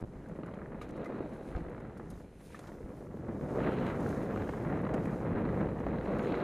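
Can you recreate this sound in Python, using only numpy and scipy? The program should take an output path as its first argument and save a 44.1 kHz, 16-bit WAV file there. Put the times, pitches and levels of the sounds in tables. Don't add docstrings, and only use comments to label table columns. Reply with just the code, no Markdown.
import sys
import numpy as np
from scipy import signal
from scipy.fft import rfft, irfft
from scipy.io import wavfile
from scipy.ndimage import uniform_filter1d, map_coordinates

SR = 44100
rng = np.random.default_rng(int(sys.argv[2]) if len(sys.argv) > 2 else 0)


def volts(x):
    e = np.asarray(x, float) / 20
    return 10 ** e


def dump_mix(stems):
    frames = np.atleast_2d(stems).T
    limited = np.clip(frames, -1, 1)
    pcm = np.round(limited * 32767).astype(np.int16)
    wavfile.write(sys.argv[1], SR, pcm)


N = 283563

# pitch_hz, level_db (per Hz)
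BUFFET_COLOUR = [(30, -37), (54, -11), (95, -6), (150, -5.5), (210, -10.5), (330, -49)]
ROAR_COLOUR = [(70, -28), (140, -5), (210, 0), (300, -2.5), (500, -5.5), (680, -14.5), (1000, -26),
               (1650, -36.5)]
EDGE_COLOUR = [(300, -8), (600, -4), (900, -4), (2000, -10.5), (2320, -19), (3400, -38.5), (4420, -49)]
WHISTLE_COLOUR = [(1410, 1), (2400, 0), (2710, -5.5), (3030, -9.5), (3580, -12), (4020, -7.5), (4800, -23),
                  (6240, -43), (10600, -120)]
PORT_COLOUR = [(3300, -24), (3800, -1), (4050, -3), (4300, -8), (5000, -33)]
RIM_COLOUR = [(2200, -25), (2700, 0.5), (3100, 2), (3400, -6), (3900, -25)]
SHAKE_COLOUR = [(15, -42), (28, -4), (55, -0.5), (110, -15)]
LEAF_COLOUR = [(2500, -8), (3300, -6), (4510, -7), (5120, -5.5), (5600, -7), (6450, -4), (8060, -9.5),
               (10000, -20), (13000, -13), (15200, -13.5)]
CRISP_COLOUR = [(7000, -38), (8300, -10), (9500, -2.5), (11000, -7.5), (12600, -13), (14500, -32)]
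BRUSH_COLOUR = [(5600, -30), (6300, -7), (6650, 3), (7000, -2), (7800, -30)]
HISS_COLOUR = [(60, -32), (400, -11), (2400, -11), (4000, -11), (9100, -9.5), (12500, -12), (15200, -17)]
HISS_APART = [(60, -3), (9300, -4.5), (9900, -7), (15200, -10)]
SURGE_COLOUR = [(30, -16), (150, 3.5), (450, 2), (1100, -9), (2400, -24), (5000, -35)]

# time_s, flow_db, sharpness_db, slow_heave_db
AIR = [(0, -51, -13.5, 2), (.36, -48, -12.5, -0.5), (.75, -43, -13, -3), (1.1, -40.5, -14.5, -12),
       (1.4, -41.5, -14, -5), (1.7, -44.5, -12, -0.5), (2.08, -47.5, -12.5, -0.5), (2.33, -57.5, -11.5, -1),
       (2.58, -52.5, -4.5, 0), (2.8, -47.5, -16, -2.5), (3.15, -46.5, -18, 1.5), (3.55, -34, -17.5, -3.5),
       (4.15, -33, -14.5, -1.5), (4.55, -35.5, -11, -0.5), (5.0, -35, -13, 0), (5.45, -34, -11, 2.5),
       (5.9, -35, -15, 0.5), (6.43, -32, -11, -8.5)]
# middle_s, length_s, level_db
GUSTS = [(0.018, 0.03, 3), (0.044, 0.015, -1), (0.083, 0.075, -2), (0.317, 0.04, 5), (0.468, 0.045, 3.5),
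         (0.678, 0.083, -1), (1.02, 0.053, 2.5), (1.16, 0.12, 4.5), (1.297, 0.035, -3.5), (1.416, 0.1, -4),
         (1.58, 0.13, 0.5), (1.7, 0.12, 2), (1.908, 0.048, -1.5), (2.553, 0.054, -1.5), (2.878, 0.038, 0),
         (3.06, 0.022, 0), (3.29, .05, 4), (3.42, 0.079, -1), (3.59, 0.12, 3), (3.67, 0.13, 2.5),
         (3.97, 0.07, -2.5), (4.29, 0.24, -1.5), (4.4, 0.11, 1.5), (4.525, 0.2, -2.5), (4.87, 0.052, -1.5),
         (4.966, 0.066, 3.5), (5.188, 0.088, -4.5), (5.33, 0.071, 2), (5.6, 0.08, 0.5), (5.743, 0.12, -4),
         (6.01, 0.1, -2.5), (6.167, 0.16, 2), (6.394, 0.036, 1.5)]
# start_s, length_s, added_sharpness_db, added_whistle_db
BLASTS = [
    (0.793, 0.82, 0.5, 4.5),
    (2.25, 0.35, -5, 10.5),
    (3.595, 0.36, 8, 5),
    (5.853, 0.475, 2, 1.5),
    (6.243, .3, 1.5, 6.5),
]
# start_s, peak_db, body_db
STRONG_EDDIES = [(0.388, -38, 2.5), (0.433, -37, -8), (0.46, -42, -6), (0.537, -35.5, -20),
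                 (0.588, -37, -5.5), (0.745, -33, -7.5), (0.814, -45, -8), (1.182, -40, 1),
                 (1.205, -38.5, 7), (1.802, -35, -15), (1.996, -36, -5), (2.591, -38, -13),
                 (2.717, -42.5, -2), (2.805, -45.5, 4), (3.007, -48, 4), (3.142, -49.5, 15),
                 (3.284, -40, 0), (3.408, -54, 3), (3.483, -42, 1), (4.128, -33, -6), (4.361, -29, -2),
                 (4.49, -24, -17), (4.647, -37, -9), (4.865, -24, -8), (4.889, -24, -12), (5.075, -42, 6),
                 (5.454, -30, -2), (5.687, -34, -4), (5.803, -26.5, -8), (5.866, -24.5, -8)]
# start_s, peak_db, brightness_db
TEARS = [(0.2596, -54, -30), (0.4332, -41, -21), (0.4604, -46, -33), (0.536, -50, -19), (0.5871, -43, -36),
         (0.6163, -45, -43), (0.7453, -49, -31), (0.8132, -40.5, -16), (1.0571, -39, -28),
         (1.2252, -43, -28), (1.5489, -39, -31), (1.6058, -44, -27), (1.747, -39, -36),
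         (1.9964, -42.5, -31), (2.5463, -47, -27), (2.718, -47, -31), (3.484, -46, -26), (3.6027, -33, -29),
         (3.6307, -38, -32), (3.664, -39, -20), (3.8468, -39, -30), (3.9988, -41, -30), (4.061, -31.5, -32),
         (4.1076, -36.5, -33), (4.1271, -38, -34), (4.3601, -40, -18), (4.374, -37, -22), (4.403, -47, -21),
         (4.4193, -36, -21), (4.4738, -38, -27), (4.491, -33, -35), (4.5352, -34, -32), (4.6479, -34, -30),
         (4.6986, -35, -48), (4.7248, -32.5, -42), (4.7906, -46, -34), (4.8385, -38, -29),
         (4.8684, -30, -33), (4.8914, -32, -28), (4.9429, -34, -30), (5.0557, -33.5, -33),
         (5.0754, -43, -33), (5.1233, -39.5, -35), (5.2495, -40, -35), (5.2585, -38, -33),
         (5.3593, -40, -25), (5.4511, -33, -26), (5.5428, -37.5, -28), (5.6878, -33.5, -34),
         (5.7868, -34.5, -39), (5.8063, -39, -36), (5.8646, -33, -30), (5.906, -45, -30),
         (6.0569, -33.5, -24), (6.135, -33, -33), (6.1937, -36.5, -16), (6.2213, -42, -30),
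         (6.2468, -36.5, -13.5), (6.3416, -30.5, -20), (6.373, -30, -33),
         (0.123, -60, -17), (0.2144, -54, -27), (0.293, -52, -28), (0.3144, -48, -26),
               (0.412, -50, -25), (0.4778, -45, -33), (0.5122, -52, -20), (0.5544, -49, -23),
               (0.658, -42, -34), (0.719, -43, -32), (0.998, -49, -18), (1.1226, -41.5, -35),
               (1.3608, -44, -32), (1.476, -53, -17), (1.6847, -41, -37), (1.7153, -43.5, -26),
               (1.779, -48, -31), (1.8008, -48, -27), (1.8498, -41.5, -31), (1.8956, -48, -29),
               (2.138, -57, -28), (2.6897, -46, -29), (2.746, -57, -18), (2.8055, -51, -29),
               (2.8285, -53, -28), (2.9701, -52, -26), (3.0076, -55, -25), (3.0682, -46, -38),
               (3.1107, -51, -30), (3.2063, -52, -29), (3.283, -42, -29), (3.4092, -43, -24),
               (3.6474, -30, -28), (3.6794, -38, -22), (3.7194, -33, -21), (3.7842, -36, -15),
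               (3.799, -42, -16), (3.8248, -40, -23), (3.8692, -39, -17), (3.8997, -31.5, -20),
               (3.9194, -38, -26), (4.2991, -45.5, -17), (4.7727, -33, -34), (4.851, -33.5, -24),
               (4.9784, -33, -39), (4.9998, -39, -29), (5.0346, -45, -34), (5.1418, -38, -28),
               (5.3294, -42, -29), (5.4888, -35, -27), (5.6066, -34, -24), (5.889, -51, -32),
               (5.9844, -38, -16), (6.01, -41.5, -15), (6.2694, -38, -21), (6.3209, -38, -14),
               (6.402, -36.5, -13)]
# time_s, depth_db, dryness_db
LITTER = [(0, -81.5, -6), (.66, -88.5, 0.5), (1.1, -84, -3), (1.5, -81.5, 0), (1.85, -88, -3),
          (2.18, -76.5, -3), (2.32, -85.5, 3), (2.46, -74, 2.5), (2.68, -73.5, -5), (2.76, -78, -4),
          (2.87, -82.5, -0.5), (3.3, -81, -5), (3.5, -74.5, -3.5), (4.12, -75.5, -3), (4.52, -72, -4.5),
          (4.8, -79.5, -2.5), (5.95, -80.5, -3), (6.25, -75, -3), (6.43, -79, -3)]
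# middle_s, length_s, level_db
DRIFTS = [
    (1.34, 0.055, 5),
    (1.48, .08, 7),
    (2.97, 0.11, 4.5),
    (3.88, .08, 2.5),
    (4.1, 0.26, 5.5),
    (4.5, .08, 1),
    (5.12, 0.29, 5),
    (5.58, .1, 2.5),
    (6.38, .06, 1),
]
# start_s, peak_db, dullness_db, ring_s (time to fall 60 dB)
SNAPS = [(0.0082, -42, -25, 0.0056), (0.0205, -51, -8, 0.009), (0.2848, -62, -15, .06),
         (0.134, -65, -5, .03), (0.459, -58, -22, .04), (0.5402, -58, -15, .03), (0.813, -52.5, -4, 0.12),
         (0.8879, -55, -7, .04), (0.9043, -54, -9, .04), (0.9622, -61, -13, 0.095), (1.043, -52, 0, 0.036),
         (1.0555, -56, -9, 0.06), (1.29, -58, -15, .025), (1.3324, -58, -10, .04), (1.559, -60, 5, 0.11),
         (1.6955, -57, -22, .02), (1.7994, -60, -16, .04), (1.973, -56.5, -21, .05),
         (2.101, -49.5, -31, 0.05), (2.384, -65, -17, .04), (2.548, -58.5, -0.5, 0.13),
         (2.59, -44, -9, 0.029), (2.669, -54.5, -3, 0.064), (3.864, -46, 5, 0.024),
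         (4.001, -52, -11, 0.049), (4.066, -55, -3, .04), (4.0881, -47, -11, 0.029), (4.1011, -51, -5, .05),
         (4.488, -56, -5, .05), (4.8155, -55, -20, .02), (4.9375, -45.5, -3.5, 0.045),
         (4.9926, -57, -15, .025), (5.037, -60, -12, .06), (5.0519, -52.5, -20, .05), (5.797, -59, -7, .05),
         (6.047, -58, 2, 0.054), (6.184, -50, -9, 0.037), (6.2248, -57, -8, 0.065),
         (6.35, -55.5, 13, 0.037)]
# start_s, level_db, pitch_hz, ring_s
LANDINGS = [
    (0.0402, -33, 70, 0.021),
    (1.551, -32, 57.7, 0.053),
    (1.619, -39, 70, 0.046),
    (2.84, -38, 55, 0.05),
]
# start_s, peak_db, upper_mode_hz, upper_mode_db, ring_length_share
KNOCKS = [(.26, -59, 1520, 17, 0.33), (0.435, -50, 1900, 3, 0.34), (0.539, -59, 3180, 5, .4),
          (0.616, -53, 1600, 15, 0.4), (0.812, -46.5, 1710, -10, 1.1), (1.0568, -47.5, 2030, 8.5, 1.14),
          (1.549, -53.5, 1556, 8, 1.9), (2.138, -63, 3800, 3, .6), (2.5446, -45.5, 1760, 5, 0.78),
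          (2.5507, -50, 1750, 1, 0.6), (0.815, -61, 3820, 10, .8), (2.673, -61, 1400, 2, 0.69)]
# pitch_hz, level_db, ring_s
FRAME_MODES = [(1230, 7, 0.061), (1400, -14, 0.036), (3600, -16.5, 0.026)]
# start_s, length_s, level_db
SINGS = [
    (.8, 0.63, 12),
    (3.62, .33, 6),
    (4.0, 0.3, 18),
    (4.35, .2, 12),
    (5.82, .24, 16),
    (6.07, .16, 19),
    (6.25, .3, 18),
]
# start_s, length_s, level_db
RASPS = [
    (.85, .45, 4),
    (3.6, 0.23, 23),
    (3.83, .11, 21),
    (4.3, 0.29, 18),
    (6.25, .12, 22),
    (6.39, .1, 17),
]
# start_s, length_s, level_db
BRUSHES = [
    (2.42, .26, 6),
    (3.86, .7, 10),
    (6.17, 0.13, 27),
]
# start_s, end_s, kick_before, kick_after
STALLS = [
    (.0285, .0384, -.052, -.038),
    (.049, .0528, -.02, -.006),
    (.917, .9198, .012, .016),
    (1.1972, 1.198, 0, 0),
    (1.2012, 1.204, 0, -.034),
    (1.5715, 1.5755, .05, .034),
    (5.3462, 5.3492, .025, .03),
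]
# middle_s, level_db
SPLITS = [(.04, -42), (.7, -74), (.92, -50), (1.2, -47), (1.315, -54), (1.57, -49), (1.664, -50),
          (3.425, -46), (3.81, -59), (4.05, -56), (4.16, -61), (5.35, -46), (5.395, -47), (5.59, -65)]
# start_s, end_s
TREBLE_SHUT = [(0, .37), (.4, .6), (.63, .8), (.91, 1.04), (1.08, 1.68), (1.71, 2.09), (2.22, 2.4),
               (2.53, 2.62), (3.23, 3.27), (3.47, 3.49), (3.95, 4), (4.81, 4.84), (5.24, 5.26),
               (5.63, 5.68)]

BUFFET_DB, WHISTLE_DB = -46.5, -72.5


def unit(x):
    return x / np.sqrt(np.mean(x ** 2) + 1e-20)


def wobble(rate):
    knots = rng.standard_normal(int(N * rate / SR) + 4)
    return map_coordinates(knots, [np.arange(N) * rate / SR])


def response(spectrum, size=4096):
    hz, db = np.transpose(spectrum)
    log_hz = np.log(np.fft.rfftfreq(size, 1 / SR) + 1)
    gain = volts(np.interp(log_hz, np.log(hz), db, -120, -120))
    cepstrum = irfft(np.log(gain + 1e-6), size)
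    cepstrum[1:size // 2] *= 2
    cepstrum[size // 2 + 1:] = 0
    h = irfft(np.exp(rfft(cepstrum)), size)
    return h / np.linalg.norm(h)


def coloured(x, spectrum):
    return signal.fftconvolve(x, response(spectrum))[:N]


def grains(per_s, spread_db, smooth):
    draw = rng.random((3, N))
    size = volts(spread_db * np.minimum(-np.log(1 - draw[1]), 4.5)) * np.sign(draw[2] - .5)
    hits = unit(size * (draw[0] < per_s / SR))
    return hits + smooth * rng.standard_normal(N)


def add(track, s, sound):
    part = track[round(s * SR):][:len(sound)]
    part += sound[:len(part)]


def curves(rows):
    s, *cols = np.transpose(rows)
    return [np.interp(np.arange(N) / SR, s, c) for c in cols]


def bumps(rows):
    t = np.arange(N) / SR
    return sum(db * np.exp(-(2 * (t - s) / length) ** 2) for s, length, db in rows)


def plateaus(rows, column):
    t, edge_s = np.arange(N) / SR, 0.087
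    total = np.zeros(N)
    for row in rows:
        inside_s = np.minimum(t - row[0], row[0] + row[1] - t)
        total += row[column] * np.clip(inside_s / edge_s + .5, 0, 1)
    return total


def airflow():
    flow_db, sharp_db, heave_db = curves(AIR)
    flow = flow_db + 42
    sharp = sharp_db + 14 + plateaus(BLASTS, column=2)
    gust = bumps(GUSTS)
    buffet_db = BUFFET_DB + 0.8 * flow + heave_db + gust
    roar_db = -42.5 + flow + gust
    edge_db = -56 + flow + sharp + 1.2 * gust
    whistle_db = WHISTLE_DB + 0.61 * flow + 0.8 * sharp + 0.64 * gust + plateaus(BLASTS, column=3)
    return buffet_db, roar_db, edge_db, whistle_db


def lesser_eddies(roar_db):
    per_s, over_roar_db, spread_db = 2, 2, 3
    draw = rng.random((int(per_s * N / SR), 3))
    s = .1 + draw[:, 0] * (N / SR - .2)
    db = roar_db[(s * SR).astype(int)] + over_roar_db + 2 * spread_db * (draw[:, 1] - .5)
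    body_db = -3 + 8 * (draw[:, 2] - .5)
    return list(zip(s, db, body_db))


def bursts(rows):
    lull_db, body, crest = np.zeros((3, N))
    t = np.arange(SR // 30) / SR
    for s, db, body_db in rows:
        ragged = 0.1 * rng.standard_normal(len(t)) * volts(-60 * t / 0.042)
        ragged[0] = np.sign(ragged[0])
        add(crest, s, ragged * volts(db + 1.5))
        add(body, s, ragged * volts(db + body_db + 19.0))
        add(lull_db, s - .008, -6 * np.hanning(SR // 110))
    sharp = coloured(crest, EDGE_COLOUR) + volts(-42.0) * coloured(crest, WHISTLE_COLOUR)
    return volts(lull_db), coloured(body, ROAR_COLOUR) + sharp


def air_tears():
    rise_s, ring_s = .005, .011
    gap_db, dull, bright = np.zeros((3, N))
    t = np.arange(SR // 30) / SR
    swell = np.sin(np.pi / 2 * np.minimum(t / rise_s, 1)) ** 2
    shape = swell * volts(-60 * np.maximum(t - rise_s, 0) / ring_s)
    for s, db, bright_db in TEARS:
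        spikes = unit(rng.standard_normal((2, len(t))) * rng.exponential(size=len(t)) ** .5)
        tear = spikes * shape ** rng.uniform(.6, 1.1) * volts(db - 5.5)
        add(dull, s - .003, tear[0])
        add(bright, s - .003, tear[1] * volts(bright_db + 10))
        add(gap_db, s - .012, -1.5 * np.hanning(SR // 90))
    return volts(gap_db), coloured(dull, EDGE_COLOUR) + coloured(bright, WHISTLE_COLOUR)


def wind(buffet_db, roar_db, edge_db, whistle_db):
    dense = np.clip((whistle_db + 72.5) / 12, 0, 1)
    flutter = (0.48 * wobble(13) + 0.57 * wobble(55)) * (1 - .5 * dense)
    coarse = unit(grains(per_s=700, spread_db=2.0, smooth=0.56) * volts(1.06 * wobble(150)))
    finer = unit(grains(per_s=2000, spread_db=3.0, smooth=0.87))
    eddies = np.sqrt(1 - 0.78 * dense) * coarse + np.sqrt(0.3 * dense) * finer
    lull, strong = bursts(STRONG_EDDIES + lesser_eddies(roar_db))

    buffet = unit(coloured(rng.standard_normal(N) + 0.13 * eddies, BUFFET_COLOUR)) * volts(buffet_db)
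    body = unit(coloured(eddies + 1.14 * rng.standard_normal(N), ROAR_COLOUR))
    belly = signal.sosfiltfilt(signal.butter(2, 240, fs=SR, output="sos"), body)
    belly = belly * (volts(0.38 * (buffet_db - roar_db + 4)) - 1)
    brow = signal.sosfiltfilt(signal.butter(2, 430, "high", fs=SR, output="sos"), body)
    brow = brow * (volts(1.8 * (wobble(24) + 0.53 * wobble(60)) - 1.2) - 1)
    roar = (body + brow + belly) * volts(roar_db + 0.33 * flutter)

    edge_db = edge_db - .6 + .8 * flutter + 1.1 * wobble(22) + .5 * wobble(90)
    edge = unit(coloured(eddies, EDGE_COLOUR)) * volts(edge_db)
    whistle_db = whistle_db + 2.3 * flutter + 0.46 * wobble(26)
    whistle = unit(coloured(0.076 * coarse + finer, WHISTLE_COLOUR)) * volts(whistle_db)
    gap, tears = air_tears()
    up, down = .45, .08
    crest = np.sqrt(1 + up * np.maximum(body, 0) ** 2 + down * np.minimum(body, 0) ** 2)
    ride = crest / np.sqrt(1 + (up + down) / 2)
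    return buffet + (roar + (edge + whistle) * gap * ride) * lull + strong + tears * np.sqrt(ride)


def helmet_shake(buffet_db):
    level_db = BUFFET_DB - 7.5 + 0.25 * (buffet_db - BUFFET_DB) + 2.5 * wobble(6.2)
    return unit(coloured(rng.standard_normal(N), SHAKE_COLOUR)) * volts(level_db)


def leaf_grains():
    return grains(per_s=6500, spread_db=4.5, smooth=0.86) * volts(0.25 * wobble(13.0) + 0.32 * wobble(28))


def leaves():
    depth_db, dry_db = curves(LITTER)
    depth_db = depth_db + bumps(DRIFTS) + wobble(30)
    rustle = unit(coloured(leaf_grains(), LEAF_COLOUR)) * volts(depth_db + 2.5)
    crackle = unit(coloured(leaf_grains(), CRISP_COLOUR)) * volts(depth_db + dry_db - 0.5)

    plain, crisp, dull = np.zeros((3, N))
    t = np.arange(SR // 8) / SR
    for s, db, dull_db, ring_s in SNAPS:
        fade = volts(db - 7 - 60 * t / ring_s) * (1 - np.exp(-t / 0.002))
        burst = rng.standard_normal((3, len(t))) * fade
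        add(plain, s, burst[0])
        add(dull, s, burst[1] * volts(dull_db + 9.5))
        add(crisp, s, burst[2] * volts(-9 - 0.36 * dull_db))
    plain = signal.sosfilt(signal.butter(3, 11500, fs=SR, output="sos"), plain)
    snaps = coloured(plain, LEAF_COLOUR) + coloured(dull, WHISTLE_COLOUR) + coloured(crisp, CRISP_COLOUR)
    return rustle + crackle + snaps


def frame():
    out, t = np.zeros(N), np.arange(SR // 6) / SR
    for s, db, hz, level_db, share in KNOCKS:
        spot_modes = [(hz, level_db, .04), (1.2 * hz, level_db - 15.0, .04)]
        for mode_hz, mode_db, ring_s in FRAME_MODES + spot_modes:
            fade = volts(db + 1.0 + mode_db - 60 * t / (ring_s * share))
            attack = 1 - np.exp(-t / (0.0025 * share))
            add(out, s, fade * np.sin(2 * np.pi * mode_hz * t) * attack)
    for s, db, hz, ring_s in LANDINGS:
        thud = volts(db + 14.5 - 60 * t / ring_s) * np.sin(2 * np.pi * hz * t)
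        add(out, s, thud * (1 - np.exp(-t / 0.0078)))
    return out


def port(whistle_db):
    level_db = -98 + 0.37 * (whistle_db - WHISTLE_DB) + plateaus(SINGS, column=2) + 2.6 * wobble(30)
    return unit(coloured(grains(per_s=3700, spread_db=4.5, smooth=0.82), PORT_COLOUR)) * volts(level_db)


def rasp():
    level_db = -89 + plateaus(RASPS, column=2) + 1.5 * wobble(45)
    return unit(coloured(grains(per_s=990, spread_db=3.5, smooth=0.72), RIM_COLOUR)) * volts(level_db)


def brushing():
    level_db = -102 + plateaus(BRUSHES, column=2) + 1.5 * wobble(25)
    return unit(coloured(grains(per_s=2500, spread_db=0.0, smooth=.6), BRUSH_COLOUR)) * volts(level_db)


def scene():
    air_db = airflow()
    air = wind(*air_db) + port(air_db[3]) + rasp()
    bike = helmet_shake(air_db[0]) + leaves() + frame() + brushing()
    return np.tile(air + bike, (2, 1))


def hiss():
    both, other = (unit(coloured(rng.standard_normal(N), HISS_COLOUR)) for _ in range(2))
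    other = volts(-3.5) * unit(coloured(other, HISS_APART))
    return volts(-81.5) * np.array([.75 * both + other, .75 * both - other])


def stalled(x):
    t, gate, kicks = np.arange(N) / SR, np.ones(N), np.zeros(N)
    u = np.arange(SR // 100) / SR / .00036
    kick = u ** 2 * np.exp(2 - u) / 4
    for start, end, before, after in STALLS:
        ramp = np.clip(np.maximum(start - t, t - end) / .0015, 0, 1)
        gate *= .06 + .94 * np.sin(np.pi / 2 * ramp) ** 2
        add(kicks, start - .0018, before * kick)
        add(kicks, end, after * kick)
    x = x / (1 + np.abs(x / .14) ** 4) ** .25
    return x * gate + kicks


def split_rumble():
    length_s = 0.017
    level = sum(volts(db) * bumps([(s, length_s, 1)]) for s, db in SPLITS)
    surge = level * unit(coloured(rng.standard_normal(N), SURGE_COLOUR))
    return np.array([surge, -surge])


def thin_treble(x):
    hz, t, z = signal.stft(x, SR, nperseg=1024)
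    shut = sum((t > a) & (t < b) for a, b in TREBLE_SHUT) > 0
    patches = rng.standard_normal(z.shape[1:]) + .6 * rng.standard_normal(z.shape)
    patches = uniform_filter1d(patches, size=4, axis=2)
    patches = unit(uniform_filter1d(patches, size=3, axis=1))
    kept = patches > -.1 + 1.5 * uniform_filter1d(1. * shut, size=9)
    grit = volts(-17) * uniform_filter1d(np.abs(z[0]), size=15, axis=0)
    grit = grit * np.exp(2j * np.pi * rng.random(z.shape[1:])) * (hz > 3000)[:, None]
    z = z + [grit, -grit]
    top = hz > 12800
    z[:, top] *= (1.4 * kept * ~shut)[:, top]
    return signal.istft(z, SR, nperseg=1024)[1][:, :N]


def low_pass(x):
    return signal.sosfilt(signal.butter(12, 15310, fs=SR, output="sos"), x)


def record(dry):
    heard = stalled(dry + hiss() + split_rumble())
    return low_pass(thin_treble(heard))


dry = scene()
out = record(dry)
dump_mix(out)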